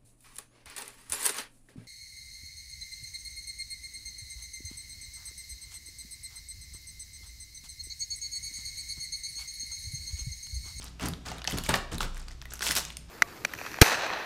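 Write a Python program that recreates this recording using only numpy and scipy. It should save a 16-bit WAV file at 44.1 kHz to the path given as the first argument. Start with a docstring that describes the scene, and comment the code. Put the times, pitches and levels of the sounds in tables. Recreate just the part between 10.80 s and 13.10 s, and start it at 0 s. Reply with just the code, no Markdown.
"""Foil pack torn open

Hands turn a small foil pack over a padded table and tear it open, close by in a quiet room.
Creases snap as noise bursts through resonances, over a crackle of tiny decaying sine ticks and a dull rub.
Wrists and pack bump the table, whose low modes ring; a hum and noise-made room air lie under it."""
import sys
import numpy as np
from scipy import signal
from scipy.fft import rfft, irfft
from scipy.io import wavfile
from scipy.ndimage import uniform_filter1d

SR = 44100
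rng = np.random.default_rng(int(sys.argv[2]) if len(sys.argv) > 2 else 0)


def inscribe(sig):
    """Save sig as 16-bit PCM at rate SR to the path in sys.argv[1].

    A 1-D sig is mono; a 2-D sig holds one channel per row.
    Samples are clipped to [-1, 1] before scaling.
    """
    pcm = np.round(np.clip(np.atleast_2d(sig).T, -1, 1) * 32767)
    wavfile.write(sys.argv[1], SR, pcm.astype(np.int16))


N = 101429  # samples, 2.3 s

# crease snaps
RING_Q = 2.83  # of each of the two resonances in a row
BROAD_DB, BROAD_SPAN = -0.5, 4.3  # body against ring; the body reaches down to pitch / BROAD_SPAN
CLICK = 3.24  # height of the click fed in with the noise
RISE_MS, DECAY_MS, DECAY_CYCLES = 0.098, 1, 2  # the cycles make low creases rattle longer
SPLIT_HZ, TOP_HZ = 4800, 12500  # edges of the treble spit
# crackle and rubbing
STROKE_RISE_SHARE, RUB_RISE_SHARE, STROKE_FALL_S = .32, .45, .021  # each swells over a share of the stroke
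DENSE_DB, SPARSEST = -39, .13  # level of full density; smallest share of it
FIZZ_HZ = 9000  # ticks above this weaken in light strokes
GRAINS_PER_S = 11000  # at full density
SPREAD_DB, CYCLES = 2.8, 2.4  # spread of the tick sizes; decay of a tick in cycles
CLUMP_DB, RUB_LUMP_DB = 2.2, 1.06  # rms unevenness of crackle and rubbing
# room, background and treble limits
ROOM_DB = -9.5
MAINS_HZ, MAINS_DB, AIR_DB = 59.5, -49, -54
MIC_TOP_HZ, EDGE_HZ = 15500, 16550


def amp(db):
    """Decibels to a linear gain."""
    return 10 ** (np.asarray(db) / 20)


def evened(x):
    """Scales x to an rms of 1."""
    return x / np.sqrt(np.mean(x ** 2) + 1e-20)


def read(points, hz):
    """Reads a table of (hz, value) along a log frequency axis."""
    f, value = np.transpose(points)
    return np.interp(np.log(hz + 1), np.log(f + 1), value)


def add(mix, s, sound):
    """Adds a sound to the mix at s seconds, cut at the end of the mix."""
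    part = mix[round(s * SR):][:len(sound)]
    part += sound[:len(part)]


def colour(x, spectrum):
    """Shapes x by a spectrum table of (hz, gain_db)."""
    gain = amp(read(spectrum, np.fft.rfftfreq(len(x), 1 / SR)))
    return irfft(rfft(x) * gain, len(x))


def resonate(x, hz, width):
    """A one-pole complex resonance of about unit gain; width in Hz."""
    pole = np.exp((2j * np.pi * hz - np.pi * width) / SR)
    return 2 * signal.lfilter([1 - abs(pole)], [1, -pole], x).real


def snaps():
    """Each crease clicks and rattles for a few ms: a ring of the foil patch, a broad body and a treble spit."""
    # single creases snapping: start_s, level_db (peak), pitch_hz (ring), treble_db (spit against ring)
    creases = [(.021, -35.5, 3050, -9), (0.042, -32, 1140, 10.5), (.197, -30.5, 2480, -5),
               (0.2578, -23, 7200, 7), (0.2853, -21, 4830, 4.5), (0.3356, -25.5, 3220, -34),
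               (0.5164, -25, 740, -16), (0.583, -34, 3570, -1), (.6184, -26.5, 3200, -26),
               (.6432, -22, 4170, -4), (.65, -26.5, 1780, -33), (.675, -12, 4860, -19),
               (0.6769, -18, 2680, -31), (0.678, -23.5, 784, -40), (.7, -29, 3000, 6),
               (0.7104, -22.5, 2230, 3), (.722, -22, 3340, -1), (0.776, -23, 5830, -6),
               (0.7851, -14.5, 4500, 0), (0.8372, -24.5, 3160, 5), (.8625, -27, 2120, -5),
               (0.8918, -11.5, 7600, -23), (0.9398, -13, 3150, -18), (.9415, -13, 1840, -29),
               (.977, -32.5, 9000, 8), (1.1823, -24, 3900, 1.5), (1.2057, -18.5, 1290, -31),
               (1.23, -23.5, 3340, -9), (1.346, -36, 6900, -8), (1.369, -35, 1917, -9),
               (1.377, -34, 6860, 17.5), (1.396, -38, 8600, 4), (1.4831, -30, 4200, -18),
               (1.51, -39.5, 1720, -17), (1.616, -30, 4460, -34), (1.6233, -35.5, 1750, -3),
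               (1.6548, -31, 1980, -6), (1.72, -35, 1500, -18), (1.736, -25, 1520, 10),
               (1.7928, -26, 5200, -3), (1.8078, -23, 1490, -33), (1.8207, -21.5, 4600, -20),
               (1.825, -19.5, 1620, -22), (1.866, -15.5, 2800, -1.5), (1.873, -16.5, 6900, -17),
               (1.8898, -16.5, 3440, -5), (1.9062, -22, 2000, -14), (1.9096, -11.5, 5700, -13),
               (1.9163, -19, 8700, -14), (1.953, -11.5, 5200, 3), (1.9631, -17.5, 4940, 5),
               (1.9742, -16, 5260, 0), (1.9843, -16.5, 6150, 0), (2.0511, -19.5, 5950, -8),
               (2.1034, -26, 2960, -7), (2.1696, -20.5, 7500, -16)]
    out, t_ms = np.zeros(N), np.arange(1323) / SR * 1000
    click = CLICK * (np.arange(len(t_ms)) == 8)
    treble = signal.butter(2, [SPLIT_HZ, TOP_HZ], "band", fs=SR)
    noises = rng.standard_normal((len(creases), len(t_ms)))
    for (start_s, level_db, hz, treble_db), noise in zip(creases, noises):
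        decay_ms = DECAY_MS + DECAY_CYCLES * 1000 / hz
        burst = noise * (1 - np.exp(-t_ms / RISE_MS)) * np.exp(-t_ms / decay_ms) + click
        ring = resonate(resonate(burst, hz, hz / RING_Q), hz, hz / RING_Q)
        broad = signal.butter(2, [hz / BROAD_SPAN, max(SPLIT_HZ, hz)], "band", fs=SR)
        body = signal.lfilter(*broad, burst)
        spit = signal.lfilter(*treble, burst)
        sound = evened(ring) + amp(BROAD_DB) * evened(body) + amp(treble_db) * evened(spit)
        add(out, start_s, amp(level_db) * sound / abs(sound).max())
    return out


def strokes():
    """Envelopes of crackle and rubbing as fingers flex and tear: each stroke rises, holds and dies."""
    # finger strokes on the foil: start_s, length_s, fine_db (crackle), dull_db (rubbing)
    flexes = [(-0.005, 0.078, -48.5, -56), (0.189, 0.082, -43.5, -38.5), (0.447, 0.044, -45, -42.5),
              (0.496, 0.091, -53, -49), (0.652, 0.097, -44.5, -46), (0.767, 0.018, -45, -39.5),
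              (0.832, 0.039, -45, -53), (.886, 0.012, -36, -24.5), (0.933, 0.021, -38, -29.5),
              (1.108, 0.037, -44.5, -43.5), (1.198, 0.043, -41.5, -40), (1.317, 0.11, -56.5, -56.5),
              (1.462, 0.061, -57.5, -60.5), (1.684, 0.077, -49.5, -56), (1.8, 0.12, -34, -41.5),
              (1.954, 0.023, -29, -35), (2.022, 0.1, -52.5, -68), (2.283, 0.027, -58.5, -56.5)]
    t, out = np.arange(N) / SR, np.zeros((2, N))
    rise_share = np.array([[STROKE_RISE_SHARE], [RUB_RISE_SHARE]])
    for start_s, length_s, fine_db, dull_db in flexes:
        rise = np.clip((t - start_s) / (rise_share * length_s), 0, 1)
        fall = np.exp(-np.maximum(t - start_s - length_s, 0) / STROKE_FALL_S)
        out += amp([[fine_db], [dull_db]]) * rise * fall
    return out


def crackle():
    """Foil buckles in many tiny ticks of random pitch and size; the duller rubbing is continuous noise."""
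    # tone of the foil's crackle: frequency_hz, gain_db
    foil_tone = [(530, -45), (900, -16), (2190, -3), (5390, 0), (9090, -3), (12000, -6), (16500, -13)]
    # tone of the dull rubbing: frequency_hz, gain_db
    rub_tone = [(120, -69), (200, 1), (1400, 6), (1930, -1), (4000, -7.5), (9500, -29.5)]
    fine, dull = strokes()
    # light strokes crackle sparsely; fewer ticks are made larger to hold the level
    density = np.clip((fine / amp(DENSE_DB)) ** 1.5, SPARSEST, 1)
    struck = rng.random(N) < density * GRAINS_PER_S / SR
    size = amp(SPREAD_DB * np.minimum(rng.exponential(1, N), 4)) * struck / np.sqrt(density)

    ticks = np.zeros(N)
    kind = rng.integers(0, 24, N)
    for k, hz in enumerate(np.geomspace(700, 15000, 24)):
        cycle = np.arange(0, 5 * CYCLES, hz / SR)
        tick = np.exp(-cycle / CYCLES) * np.sin(2 * np.pi * cycle)
        tick = tick / np.linalg.norm(tick) * np.sqrt(hz)
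        hits = size * (kind == k) * (density if hz > FIZZ_HZ else 1)
        ticks += signal.oaconvolve(hits, tick)[:N]

    # slow random level swings, smoothed over 200 and 150 samples
    lumps = amp(RUB_LUMP_DB * evened(uniform_filter1d(rng.standard_normal(N), 200)))
    ticks *= amp(CLUMP_DB * evened(uniform_filter1d(rng.standard_normal(N), 150)))
    rub = evened(colour(rng.standard_normal(N) * lumps, rub_tone))
    return evened(colour(ticks, foil_tone)) * fine + rub * dull


def bumps():
    """Wrists and pack knock the table: a rough, fading push rings its low modes."""
    # knocks: start_s, level_db (peak of all modes but the deepest), push_ms (decay), deep_db (extra on the deepest)
    knocks = [(0.215, -27.5, 63, -32), (0.242, -31, 56, -18), (0.46, -39, 89, -60), (0.676, -37, 4.7, -28),
              (0.729, -25.5, 39, -5), (0.888, -22, 20, -9.5), (0.937, -33.5, 55, 7.5),
              (1.117, -25.5, 26, 2), (1.207, -32, 44, 11.5), (1.896, -33, 6.4, -23), (1.957, -44, 7.6, -16)]
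    # modes of the table, deepest first: pitch_hz, level_db, t60_s
    modes = [(30.1, 4.5, 0.93), (69.8, 4, 0.057), (119.1, 2, 0.16), (168, 3.5, 0.097), (236.6, -1.5, 0.11),
             (268.3, -10.5, 0.18), (374, -8.5, 0.11)]
    out, t = np.zeros(N), np.arange(SR) / SR
    noises = rng.standard_normal((len(knocks), SR))
    for (start_s, level_db, push_ms, deep_db), noise in zip(knocks, noises):
        u = t * 1000 / max(push_ms, 3)
        push = noise * u ** 0.083 * np.exp(-u)
        rings = []
        for hz, mode_db, t60 in modes:
            softened = resonate(push, hz, hz)
            ring = resonate(softened, hz, np.log(1000) / np.pi / t60)
            rings.append(amp(mode_db) * evened(ring))
        upper = sum(rings[1:])
        sound = amp(deep_db) * rings[0] + upper
        add(out, start_s, amp(level_db) * sound / abs(upper).max())
    return out


def room(x):
    """Reflections as sparse taps of random sign, each band dying at its own speed."""
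    # decay of the room: frequency_hz, t60_s
    decay = [(200, 0.82), (1000, 0.49), (4000, 0.46), (12000, 0.26)]
    taps = np.zeros(SR // 2)
    at = np.arange(150, len(taps) - 8, 8)
    taps[at + rng.integers(0, 8, len(at))] = rng.choice([-1., 1.], len(at))
    hz, t, z = signal.stft(taps, SR, nperseg=256)
    t60 = np.maximum(read(decay, hz), .05)[:, None]
    tail = signal.istft(z * amp(-60 * t / t60), SR, nperseg=256)[1]
    return signal.fftconvolve(x, tail / np.linalg.norm(tail))[:N]


def background():
    """A steady mains sine and wavering lines of resonated noise over soft, coloured noise as room air."""
    # wavering hum lines: pitch_hz, level_db (rms), width_hz
    hum_lines = [(125.1, -60, 4.2), (163.1, -61.5, 1.33)]
    # tone of the room air: frequency_hz, gain_db
    air_tone = [(12, -36), (20, -3), (75, -10.5), (265, -18), (479, -29.5), (6170, -36), (13900, -51.5),
                (16500, -73)]
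    lines = np.zeros(N)
    for hz, level_db, width_hz in hum_lines:
        line = resonate(rng.standard_normal(N + SR), hz, width_hz)[SR:]  # drop the build-up
        lines += amp(level_db) * evened(line)
    cycle = MAINS_HZ * np.arange(N) / SR + rng.random()
    mains = amp(MAINS_DB) * np.sqrt(2) * np.sin(2 * np.pi * cycle)
    air = amp(AIR_DB) * evened(colour(rng.standard_normal(N), air_tone))
    return mains + lines + air


def scene():
    """Foil with its room tail, table bumps and background, as one channel."""
    foil = snaps() + crackle()
    return (foil + amp(ROOM_DB) * room(foil) + bumps() + background())[None]


def record(dry):
    """A treble roll-off, then a steep band limit."""
    soft = signal.lfilter(*signal.butter(4, MIC_TOP_HZ, fs=SR), dry)
    limit = signal.firwin(255, EDGE_HZ, window=("kaiser", 9), fs=SR)
    return signal.oaconvolve(soft, limit[None], "same")


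dry = scene()
out = record(dry)
inscribe(out)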